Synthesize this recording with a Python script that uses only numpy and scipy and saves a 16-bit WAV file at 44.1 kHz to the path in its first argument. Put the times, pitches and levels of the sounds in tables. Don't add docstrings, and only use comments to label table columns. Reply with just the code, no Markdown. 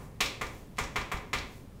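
import sys
import numpy as np
from scipy import signal
from scipy.fft import rfft, irfft
from scipy.io import wavfile

SR = 44100
rng = np.random.default_rng(int(sys.argv[2]) if len(sys.argv) > 2 else 0)


def dump_mix(stems):
    frames = np.atleast_2d(stems).T
    limited = np.clip(frames, -1, 1)
    pcm = np.round(limited * 32767).astype(np.int16)
    wavfile.write(sys.argv[1], SR, pcm)


N = 79380
SIZE = 32768
HZ = np.fft.rfftfreq(SIZE, 1 / SR)
T = np.arange(SIZE) / SR


def amp(db):
    return 10 ** (np.asarray(db) / 20)


def curve(points, hz):
    point_hz, value = np.transpose(points)
    return np.interp(np.log(hz + 1), np.log(point_hz + 1), value)


def unit(x):
    return x / (np.linalg.norm(x) + 1e-20)


def fade(t, t60):
    return np.exp(-np.log(1000) * t / t60)


def add(mix, start_s, sound):
    at = round(start_s * SR)
    sound = sound[max(-at, 0):]
    part = mix[max(at, 0):][:len(sound)]
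    part += sound[:len(part)]


def colour(x, gain_db):
    cepstrum = irfft(np.log(amp(gain_db)))
    cepstrum[1:SIZE // 2] *= 2
    cepstrum[SIZE // 2 + 1:] = 0
    return irfft(rfft(x, SIZE) * np.exp(rfft(cepstrum)))


def noise(spectrum):
    gain = amp(curve(spectrum, np.fft.rfftfreq(N, 1 / SR)))
    return unit(irfft(rfft(rng.standard_normal(N)) * gain, N)) * np.sqrt(N)


def scatter():
    bins = signal.stft(rng.standard_normal(SIZE), nperseg=256)[2]
    return signal.istft(bins / (abs(bins) + 1e-12), nperseg=256)[1][:SIZE]


def burst(decay_s):
    return unit(scatter() * np.exp(-T / decay_s))


def cut_bass(x, cutoff_hz=398):
    return signal.lfilter(*signal.butter(1, cutoff_hz, "high", fs=SR), x)


# (frequency [Hz], relative level [dB])
VENT_SPECTRUM = [(20, -3.5), (40, -0.5), (60, -1), (125, -2.5), (190, -6), (330, -14.5), (450, -17),
                 (700, -24), (1100, -26.5), (1500, -31), (2400, -34.5), (4800, -40), (7000, -41),
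                 (16000, -43.5)]


def ventilation(rms_db=-48):
    return amp(rms_db) * noise(VENT_SPECTRUM)


# (frequency [Hz], t60 [s])
ROOM_T60 = [(100, 0.81), (450, 0.95), (1200, 0.45), (2400, 0.48), (5000, 0.49), (12000, 0.33)]


def room_tail(level_db=-3.5, rise_s=0.0082):
    hz, t, bins = signal.stft(scatter(), SR, nperseg=256)
    t60_s = curve(ROOM_T60, hz)[:, None]
    tail = signal.istft(bins * fade(t, t60_s), SR, nperseg=256)[1][:SIZE]
    rise = 1 - np.exp(-(T / rise_s) ** 2)
    return amp(level_db) * unit(tail * rise)


# (frequency [Hz], gain [dB])
WALL_SPECTRUM = [(200, -34), (900, 1), (2000, -7), (5000, 7.5), (7500, 0), (15000, -5)]


def wall_echo(gain_db=-13, spread_s=0.013):
    return amp(gain_db) * colour(burst(spread_s), curve(WALL_SPECTRUM, HZ))


# (frequency [Hz], relative level [dB])
DRAG_SPECTRUM = [(800, -43), (3000, -3), (7000, 1), (11000, -4), (16000, -3.5)]
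# (centre time [s], 1/e half length [s], top rms level [dB])
DRAG_SWELLS = [(0.022, 0.073, -62), (0.558, 0.1, -60.5), (1.547, 0.082, -62)]


def chalk_drags():
    t = np.arange(N) / SR
    swells = sum(amp(db) * np.exp(-((t - centre_s) / half_s) ** 2) for centre_s, half_s, db in DRAG_SWELLS)
    return noise(DRAG_SPECTRUM) * swells


# (frequency [Hz], t60 [s], level [dB])
THUD_MODES = [(29.7, 0.21, -43), (49.2, 0.21, -34.5), (75.2, 0.2, -37.5), (119.8, 0.52, -47)]


def board_thud(rise_s=0.0028):
    swing = sum(amp(db) * fade(T, t60) * np.sin(2 * np.pi * hz * T) for hz, t60, db in THUD_MODES)
    return swing * (1 - np.exp(-T / rise_s))


# (frequency [Hz], arrival [s], 1/e decay [s], gain [dB])
BENDING_WAVES = [(10800, .002, 0.0011, -6.5), (6660, .0029, 0.0012, -1.5), (2440, .0058, 0.0049, -8),
                 (1210, .0085, 0.0092, -10.5)]


def panel_spray(ring_db=-3.5, rise_s=0.0043, t60_s=0.066, width_oct=0.33):
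    rise = 1 - np.exp(-T / rise_s)
    out = amp(ring_db) * unit(scatter() * rise * fade(T, t60_s))
    for hz, arrival_s, decay_s, db in BENDING_WAVES:
        band_db = np.maximum(-6 * (np.log2((HZ + 1) / hz) / width_oct) ** 2, -40)
        add(out, arrival_s, amp(db) * colour(burst(decay_s), band_db))
    return out


def ringing(wall_delay_s=0.054):
    early = panel_spray()
    add(early, wall_delay_s, wall_echo())
    return cut_bass(early) + room_tail()


# (delay [s], gain [linear])
NEAR_ECHOES = [(.0015, 0.09), (.0057, 0.27), (.0089, -.19), (.0095, .23), (0.0171, 0.093), (0.0238, 0.12)]


def knock(direct_gain=0.32, corner_hz=3600, treble_floor=0.33):
    echoes = np.zeros(SIZE)
    for delay_s, gain in NEAR_ECHOES:
        add(echoes, delay_s, np.array([gain]))
    lowpass = 1 / np.sqrt(1 + (HZ / corner_hz) ** 4)
    shelf_db = 20 * np.log10(np.maximum(lowpass, treble_floor))
    return colour(direct_gain * (T == 0) + cut_bass(echoes), shelf_db)


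# (time [s], band centre [Hz], level re touch_db [dB])
GRAZE_HITS = [(.7638, 5500, -32.5), (.771, 3600, -21)]


def chalk_grazes(click, ring, touch_db, width_oct=0.95, ring_gain=0.14):
    out = np.zeros(N)
    for start_s, hz, db in GRAZE_HITS:
        band_db = -10 * np.log10(1 + (np.log2((HZ + 1) / hz) / width_oct) ** 4)
        add(out, start_s, colour(click + ring_gain * ring, band_db + touch_db + db))
    return out


# (frequency [Hz], gain [dB])
TAP_SPECTRUM = [(60, -7.5), (200, 0.5), (420, -8), (640, -6), (1080, -0.5), (1550, -3.5), (2400, -1.5),
                (2950, -6.5), (3500, -6), (4800, -14), (5500, -13), (6300, -13.5), (7500, -15), (8500, -19),
                (10000, -22), (15500, -24.5)]
# (frequency [Hz], width [Hz], lift [dB])
BOARD_MODES = [(386, 21.5, 7.5), (437, 72, 6), (540, 62, 6), (755, 26, 4.5), (895, 27, 2.5), (965, 15, 2.5),
               (1022, 67, 5.5), (1184, 115, 6), (1288, 62, 1), (1418, 44, 5), (1634, 86, 2),
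               (1788, 93, 4.5), (2000, 44, 4.5), (2100, 180, 4.5), (2320, 80, 4), (2700, 46, 1),
               (2820, 31, 0.5), (3325, 130, 2.5), (3970, 55, 3), (4490, 17, 8), (4500, 17, 2.5),
               (5500, 340, 1.5), (6870, 220, 2), (7740, 200, 2)]
TINT_HZ = [500, 1200, 2400, 4100, 7000, 12500]
# (time [s], thud gain [dB], stick resonance [Hz], stick lift [dB], tint at each TINT_HZ [dB])
TAP_HITS = [(-.15, 2, 2500, 0, 0.48, 0.5, -5, -14.5, -2, -8),
            (.2054, -1.5, 2540, 5.5, 1, -1.1, 2, 10.5, 7, 7.5),
            (0.4123, -3, 2100, 0.5, -1.7, -4.5, -5, -7, -4, -4),
            (.784, 3.5, 5740, 1.5, -0.21, -1.2, -1, -3, 2.5, -1),
            (0.9588, 2.5, 2550, 2, 0.37, -0.3, -0.2, -0.5, -2.3, -4),
            (1.1166, 3.5, 1300, 0, -1, -2, -3, -8, -6, -3.5),
            (1.3315, 1, 4250, 2, -.4, -1.2, 2.3, 2, 0.2, -0.5)]


def chalk_taps(click, ring, touch_db, shared_power=0.63, stick_width_oct=0.21, thud_delay_s=0.02655):
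    out = np.zeros(N)
    modes_db = sum(db / (1 + (2 * (HZ - hz) / width_hz) ** 2) for hz, width_hz, db in BOARD_MODES)
    board_db = curve(TAP_SPECTRUM, HZ) + modes_db + touch_db
    for start_s, thud_db, stick_hz, lift_db, *tint in TAP_HITS:
        response = click + np.sqrt(shared_power) * ring + np.sqrt(1 - shared_power) * ringing()
        stick_db = lift_db * np.exp(-(np.log2((HZ + 1) / stick_hz) / stick_width_oct) ** 2)
        tint_db = curve(list(zip(TINT_HZ, tint)), HZ)
        add(out, start_s, colour(response, board_db + stick_db + tint_db))
        add(out, start_s + thud_delay_s, amp(thud_db) * board_thud())
    return out


def scene(touch_db=9.5):
    click, ring = knock(), ringing()
    touches = chalk_taps(click, ring, touch_db) + chalk_grazes(click, ring, touch_db)
    return (touches + chalk_drags() + ventilation())[None]


def record(dry):
    lowpass = signal.firwin(401, 15780, window=("kaiser", 8), fs=SR)
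    return signal.oaconvolve(dry, lowpass[None], "same")


dry = scene()
out = record(dry)
dump_mix(out)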